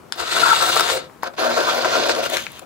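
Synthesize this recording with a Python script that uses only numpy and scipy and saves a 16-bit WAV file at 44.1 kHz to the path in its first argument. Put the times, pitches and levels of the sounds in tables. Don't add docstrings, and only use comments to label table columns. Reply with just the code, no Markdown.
import sys
import numpy as np
from scipy import signal
from scipy.fft import rfft, irfft
from scipy.io import wavfile
from scipy.ndimage import uniform_filter1d

SR = 44100
rng = np.random.default_rng(int(sys.argv[2]) if len(sys.argv) > 2 else 0)


def convert_level_to_amplitude(level_db):
    exponent = np.asarray(level_db, float) / 20
    return 10 ** exponent


def wav_record(signal):
    frames = np.transpose(np.atleast_2d(signal))
    bounded = np.clip(frames, -1, 1)
    quanta = np.round(bounded * 32767).astype(np.int16)
    wavfile.write(sys.argv[1], SR, quanta)


N = 116865


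def evened(x):
    return x / np.sqrt(np.mean(x ** 2) + 1e-20)


def read(points, hz):
    f, value = np.transpose(points)
    return np.interp(np.log(hz + 1), np.log(f + 1), value)


def level_over_time(points, t):
    return convert_level_to_amplitude(np.interp(t, *np.transpose(points), left=-120, right=-120))


def smooth_patches(shape, first, second):
    noise = rng.standard_normal(shape)
    return evened(uniform_filter1d(uniform_filter1d(noise, first, 0), second, 1))


def modes(table, hz):
    response = 0
    for k, (f, width, db) in enumerate(table):
        response = response + convert_level_to_amplitude(db) * 1j * (hz / f) / (1 + 2j * (hz - f) / width) * (-1) ** k
    return response


# pitch_hz, density_db (per Hz)
ROOM_TONE = [(25, -26), (70, -11), (200, -6), (420, -8), (1200, -12), (2600, -26), (5000, -30),
             (15500, -36)]
ROOM_TONE_DB = -51


def room_tone():
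    frames, hz = N // 256 + 5, np.fft.rfftfreq(1024, 1 / SR)
    a, b, c, d = rng.standard_normal((4, 513, frames))
    patches = smooth_patches((513, frames), 10, 12)
    left = a + 1j * b
    right = .4 * left + .9 * (c + 1j * d)
    colour = convert_level_to_amplitude(read(ROOM_TONE, hz)[:, None] + 1.5 * patches)
    z = np.array([left * convert_level_to_amplitude(2.5), right * convert_level_to_amplitude(-2.5)]) * colour
    return convert_level_to_amplitude(ROOM_TONE_DB + 6.0) * evened(signal.istft(z, nperseg=1024, noverlap=768)[1][:, :N])


# pitch_hz, decay_s
ROOM_DECAY = [(200, 0.31), (2000, 0.15), (10000, 0.085)]


def room(x):
    taps = np.zeros((2, SR // 2))
    at = np.arange(80, SR // 2 - 20, 20) + rng.integers(0, 20, (2, (SR // 2 - 81) // 20))
    np.put_along_axis(taps, at, rng.choice([-1., 1.], at.shape), 1)
    hz, t, z = signal.stft(taps, SR, nperseg=256)
    decay = convert_level_to_amplitude(-60 * t / read(ROOM_DECAY, hz)[:, None])
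    tail = signal.istft(z * decay, SR, nperseg=256)[1]
    return signal.fftconvolve(x, tail / np.linalg.norm(tail[0]), axes=1)[:, :N]


# time_s, level_db
MOAN = [(.89, -66), (.905, -20.5), (.93, -20.5), (.958, -25.5), (.975, -30.5), (1.04, -46), (1.1, -60)]
MOAN_HZ, MOAN_SAG_HZ_PER_S, MOAN_ROUGH = 522.6, 60, .6


def moan():
    t = np.arange(N) / SR
    phase_waver, level_waver = (evened(uniform_filter1d(v, 500)) for v in rng.standard_normal((2, N)))
    since = t - MOAN[0][0]
    turn = 2 * np.pi * (MOAN_HZ - MOAN_SAG_HZ_PER_S * since / 2) * since + MOAN_ROUGH * phase_waver
    level = level_over_time(MOAN, t) * (1 + MOAN_ROUGH * level_waver)
    return np.array([np.sin(turn) * convert_level_to_amplitude(1), np.sin(turn + 0.84)]) * level


NEAR_LEFT_DB = 4
# time_s, level_db
RELEASES = [(0.368, -13), (.437, -5), (.466, -12), (.482, -14), (.519, -4), (0.62, -19), (0.699, -15)]
RELEASE_HZ, RELEASE_S = 1373, 0.0034


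def releases():
    t, burst = np.arange(N) / SR, 0
    for s, db in RELEASES:
        hz = RELEASE_HZ * rng.uniform(.97, 1.03)
        burst = burst + convert_level_to_amplitude(db) * np.exp(-((t - s) / RELEASE_S) ** 2 + 2j * np.pi * hz * (t - s))
    return np.array([burst.imag * convert_level_to_amplitude(NEAR_LEFT_DB), -burst.real * convert_level_to_amplitude(-NEAR_LEFT_DB)])


# start_s, ring_db, ring_hz, crack_db, crack_hz
TICKS = [(.1233, -13, 1590, -8, 4150), (.766, -2, 1230, -27, 3530), (.7965, -4, 1360, -4, 4060),
         (.8085, -3, 1330, -8, 6500), (.9, -9.5, 1050, -7, 3900), (1.098, -32, 1250, -48, 2100),
         (1.339, -39, 900, -37, 2640), (1.2327, -6.5, 1000, -22.5, 13200), (1.233, -28, 2270, -23.5, 5860),
         (1.8467, -5, 1370, -13, 2650), (2.095, -4, 1600, -10, 2960), (2.151, -35, 2400, -14.5, 3800),
         (2.161, -33, 1360, -27.5, 4300), (2.3, -23, 2040, -19.5, 8400), (2.3006, -63, 2030, -25, 12800),
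         (2.3697, -9, 2130, -7.5, 4740), (2.4668, -13.5, 2390, -21, 2520), (2.469, -20.5, 1570, -41, 2920),
         (2.519, -52, 1630, -29.5, 12500), (2.594, -27.5, 1250, -25, 8430)]
# multiple of crack_hz, level_db
CRACK_MODES = [(.87, 0), (1.17, -3), (1.8, -6), (2.4, -6)]
RING_T60, CRACK_T60 = 0.0073, .005
GRIT_DB = -7


def tick_ring(t, db, hz):
    ring = 0
    for multiple, over_db in [(.7, -12.5), (1, 3), (1.45, -4.5)]:
        fade = convert_level_to_amplitude(db + over_db - 60 * t * (multiple * hz / 1300) ** .5 / RING_T60)
        ring = ring + fade * np.sin(2 * np.pi * multiple * hz * t)
    return ring * np.minimum(t / 0.00055, 1)


def tick_crack(t, db, hz, white):
    late = t - np.array([[0], [1 / 4]]) / hz
    snap = 0
    for multiple, over_db in CRACK_MODES:
        if multiple * hz < 16500:
            snap = snap + convert_level_to_amplitude(over_db) * np.sin(2 * np.pi * multiple * hz * late)
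    band = signal.butter(2, [hz * .75, min(hz * 1.3, 16500)], "band", fs=SR, output="sos")
    grit = convert_level_to_amplitude(GRIT_DB) * evened(signal.sosfilt(band, white))
    return convert_level_to_amplitude(db - 60 * t / CRACK_T60) * (snap + grit) * np.minimum(t * hz * 2, 1)


def ticks():
    out, t = np.zeros((2, N + 2000)), np.arange(2000) / SR
    for s, ring_db, ring_hz, crack_db, crack_hz in TICKS:
        crack = tick_crack(t, crack_db, crack_hz, rng.standard_normal((2, 2000)))
        tick = tick_ring(t, ring_db, ring_hz) + crack
        out[:, round(s * SR):][:, :2000] += tick * convert_level_to_amplitude([[NEAR_LEFT_DB], [-NEAR_LEFT_DB]])
    return out[:, :N]


def jerks(per_s, spread_db):
    size = convert_level_to_amplitude(spread_db * np.minimum(rng.exponential(1, N), 3.5)) * (rng.random(N) < per_s / SR)
    return evened(size * rng.standard_normal((2, N)))


# pitch_hz, level_db
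SIDES = [
    [(60, 11), (180, 1.5), (550, 9), (1650, 6.5), (4970, -0.5), (15000, 14.5)],
    [(60, 1), (240, 0), (950, 7.5), (3770, -4), (15000, 1.5)],
]
# pitch_hz, phase_rad
LEADS = [(300, -1.88), (600, -1.26), (1400, -1.35), (3000, -1.76), (7000, -1.33)]
# pitch_hz, likeness (0 to 1)
ALIKE = [(100, .6), (600, .9), (1400, .78), (4000, .55), (10000, .3)]


def pair(drive, colour, hz, sides):
    a, b = rfft(drive, axis=1)
    alike, half = np.clip(read(ALIKE, hz), 0, 1), convert_level_to_amplitude(read(sides, hz) / 2)
    right = alike * a * np.exp(-1j * read(LEADS, hz)) + np.sqrt(1 - alike ** 2) * b
    colour = colour / np.sqrt(np.mean(abs(colour) ** 2))
    return irfft(np.array([a * half, right / half]) * colour, N)


def wander(x):
    for size, wide, long in [(256, 5, 16), (1024, 2, 9)]:
        z = signal.stft(x, nperseg=size)[2]
        patches = smooth_patches(z.shape[1:], wide, long)
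        x = signal.istft(z * convert_level_to_amplitude(1.1 * patches), nperseg=size)[1][:, :N]
    return x


BITE_RISE_S, BITE_FALL_S = 0.0061, 0.0039


def bite_shape(t, start, length):
    rise = np.clip((t - start) / BITE_RISE_S, 0, 1)
    return rise * np.clip(1 - (t - start - length) / BITE_FALL_S, 0, 1) ** 2


# pitch_hz, density_db (per Hz)
HISS = [
    [(1060, -63), (1800, 0.5), (3090, -5), (3670, -2.5), (5650, -11), (7400, -11.5), (15500, -31.5)],
    [(1060, -64), (1800, -5.5), (3150, -10.5), (4120, -3.5), (6350, -11), (9190, -19), (15500, -22)],
    [(1060, -25), (1800, -17), (4050, -16), (5310, -22), (6180, -17.5), (7890, -20.5), (15500, -9.5)],
]
# pitch_hz, width_hz, level_db
EYELET = [
    [(2190, 13, 2.5), (2900, 180, 9), (3470, 1060, 5.5), (5140, 100, 1), (6870, 120, 1), (8850, 140, 6)],
    [(2280, 600, -7.5), (3706, 240, 2.5), (3710, 166, 0), (5260, 110, -6), (6000, 270, -5),
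     (7500, 140, -22)],
]
# pitch_hz, width_hz, level_db
UPPER = [
    [(927, 155, -8), (1309, 170, 3.5), (1360, 121, 5), (1580, 113, -4)],
    [(1000, 163, -2), (1268, 217, -1.5), (1378, 118, 3), (1584, 145, -2.5)],
]
# pitch_hz, width_hz, level_db
BODY = [
    [(326, 109, 1.5), (505, 140, 4), (710, 53, 7.5)],
    [(240.2, 19, -10.5), (339, 98, -9), (490, 82, -3), (566, 50.7, 2.5), (706, 50, -2.5)],
]
# pitch_hz, width_hz, level_db
THUMP = [(75, 10.5, 2.3), (148.4, 29.5, 3)]
# upper_db, body_db
STEADY = [
    (-3, -7),
    (2, 5),
    (-9.5, -13.5),
]
TREBLE_DB = [
    -6,
    -17,
    -36,
]
LEVELS = [
    2.67,
    1.69,
    3.02,
]
# time_s, level_db
RIDGE = [(.1, -10), (.4, -20), (.68, -1.5), (.9, -9), (1.4, -12), (1.55, -10), (1.66, -8), (1.78, -4),
         (1.85, -12), (2.12, -12), (2.18, -10.5), (2.3, -19)]
# start_s, length_s, hiss_db
SCRAPES = [(0.767, 0.0081, -22), (.897, 0.028, -31.5), (1.345, .008, -51), (1.406, .045, -43),
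           (1.691, 0.022, -27), (1.94, 0.034, -34.5), (2.092, 0.031, -25.5), (2.33, 0.008, -25),
           (2.35, 0.0045, -35), (2.4, .006, -32), (2.425, 0.0034, -39), (2.477, .003, -42)]
SLIPS_PER_S, SLIP_DB, BITES_PER_S, BITE_DB = 12000, 0.5, 2500, 2
FLICKER_DB, FLICKER_S = 1.2, .008
BITE_HISS_DB, THUMP_DB = -15, -32
TREBLE_HZ, BRIGHTEN = 6610, 0.56


def pull(strokes, bites, scrapes, which):
    t, hz, shoe = np.arange(N) / SR, np.fft.rfftfreq(N, 1 / SR), min(which, 1)
    slide_gain, upper_gain, body_gain = convert_level_to_amplitude(LEVELS)

    slide = sum(level_over_time(stroke, t) for stroke in strokes)
    steady_upper_db, steady_body_db = STEADY[which]
    upper_power = (slide * convert_level_to_amplitude(steady_upper_db)) ** 2
    body_power = (slide * convert_level_to_amplitude(steady_body_db)) ** 2
    for start, length, upper_db, body_db in bites:
        power = bite_shape(t, start, length) ** 2
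        upper_power += power * convert_level_to_amplitude(upper_db) ** 2
        body_power += power * convert_level_to_amplitude(body_db) ** 2
    upper, body = np.sqrt(upper_power), np.sqrt(body_power)
    snags = sum((bite_shape(t, start, length) * convert_level_to_amplitude(db)) ** 2 for start, length, db in scrapes)
    rub = np.sqrt(slide ** 2 + snags + convert_level_to_amplitude(BITE_HISS_DB) ** 2 * (upper_power + body_power))

    unsteady = uniform_filter1d(rng.standard_normal(N), round(FLICKER_S * SR))
    flicker = convert_level_to_amplitude(FLICKER_DB * evened(unsteady))
    grip = jerks(BITES_PER_S, BITE_DB) * flicker
    deep = jerks(BITES_PER_S, BITE_DB) * flicker
    slips = jerks(SLIPS_PER_S, SLIP_DB) * flicker * rub * slide_gain
    bright_slips = slips * convert_level_to_amplitude(TREBLE_DB[which]) * (rub / rub.max()) ** BRIGHTEN

    treble = 1 / (1 + (TREBLE_HZ / (hz + 1)) ** 4)
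    weave = convert_level_to_amplitude(read(HISS[which], hz)) * np.minimum(hz / 1500, 1) ** 1.1
    weave = weave * (1 + modes(EYELET[shoe], hz))
    ridge = convert_level_to_amplitude(np.interp(t, *np.transpose(RIDGE)))
    layers = [(slips, weave * (1 - treble)),
              (bright_slips, weave * treble),
              (grip * upper * upper_gain, modes(UPPER[shoe], hz)),
              ((.5 * grip + 0.46 * deep) * body * body_gain, modes(BODY[shoe], hz)),
              (deep[::-1] * body * body_gain * ridge, modes(BODY[shoe][-1:], hz)),
              (deep * rub ** 0.54 * convert_level_to_amplitude(THUMP_DB), modes(THUMP, hz))]
    return wander(sum(pair(drive, colour, hz, SIDES[which % 2]) for drive, colour in layers))


# time_s, level_db
FINGERS_START = [(2.215, -50), (2.235, -31.5), (2.268, -29.5), (2.278, -44)]
# time_s, level_db
FINGERS = [(2.284, -39.5), (2.315, -31), (2.35, -26), (2.375, -30), (2.42, -35.5), (2.5, -48),
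           (2.58, -46.5), (2.598, -42), (2.603, -87)]
# start_s, length_s, upper_db, body_db
FINGER_BITES = [(2.288, 0.012, -50, -26.5), (2.312, 0.0384, -38, -24.5), (2.353, 0.02, -28.5, -30.5),
                (2.611, 0.028, -47, -39)]


def fingers():
    return pull([FINGERS_START, FINGERS], FINGER_BITES, SCRAPES[7:], which=2)


# time_s, level_db
SHIFT = [(1.225, -41), (1.24, -43), (1.275, -39), (1.31, -85)]
# time_s, level_db
SECOND_PULL = [(1.364, -52), (1.392, -32.5), (1.535, -33.5), (1.57, -30.5), (1.83, -32), (1.95, -28),
               (2.03, -29.5), (2.14, -34), (2.262, -35.5), (2.286, -48)]
# start_s, length_s, upper_db, body_db
SECOND_BITES = [(1.235, 0.049, -35, -35.5), (1.332, 0.011, -42, -41), (1.376, 0.079, -27.5, -24),
                (1.418, 0.059, -27, -22), (1.486, 0.038, -27, -25), (1.553, 0.035, -30.5, -27),
                (1.584, 0.052, -28, -25), (1.636, 0.01, -29, -35), (1.662, 0.051, -25, -47),
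                (1.7, 0.025, -27, -31), (1.74, 0.015, -43, -38), (1.846, 0.014, -19.5, -22.5),
                (1.933, 0.038, -24.5, -24), (2.054, 0.022, -49, -20.5), (2.082, 0.024, -23, -16.5),
                (2.11, 0.01, -34, -43), (2.159, 0.033, -35, -23.5), (2.195, 0.0091, -45, -26),
                (2.222, 0.016, -49, -23), (2.25, 0.012, -30, -25.5)]


def second_pull():
    return pull([SHIFT, SECOND_PULL], SECOND_BITES, SCRAPES[2:7], which=1)


# time_s, level_db
FIRST_PULL = [(.125, -44), (.165, -47), (.2, -30.5), (.24, -34.5), (.36, -25.5), (.73, -26.5), (.87, -28),
              (.91, -26.5), (.97, -31), (1.08, -56.5)]
# start_s, length_s, upper_db, body_db
FIRST_BITES = [(0.154, 0.078, -48, -38), (0.349, 0.078, -27, -29), (0.425, 0.011, -17.5, -45),
               (0.445, 0.051, -17.5, -37), (0.494, 0.012, -15, -42), (0.506, 0.0065, -22, -38),
               (0.52, 0.017, -16.5, -50), (0.601, 0.027, -21, -40), (0.617, 0.0935, -28, -29.5),
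               (0.751, 0.017, -19, -24.5), (0.79, 0.019, -18.5, -22), (0.889, 0.014, -26, -30),
               (0.923, 0.039, -61, -29.5)]


def first_pull():
    return pull([FIRST_PULL], FIRST_BITES, SCRAPES[:2], which=0)


ROOM_DB = -10.5


def scene():
    near = first_pull() + second_pull() + fingers() + ticks() + moan() + releases()
    return near + convert_level_to_amplitude(ROOM_DB) * room(near) + room_tone()


def low_pass(x):
    return signal.sosfilt(signal.butter(12, 16980, fs=SR, output="sos"), x)


LOW_HZ, EDGE_HZ = 50, 15800


def record(dry):
    cut = signal.sosfilt(signal.butter(2, LOW_HZ, "high", fs=SR, output="sos"), dry)
    edge = signal.firwin(511, EDGE_HZ, window=("kaiser", 7), fs=SR)[None]
    mix = signal.oaconvolve(np.tanh(cut), edge, "same")
    return low_pass(mix)


dry = scene()
out = record(dry)
wav_record(out)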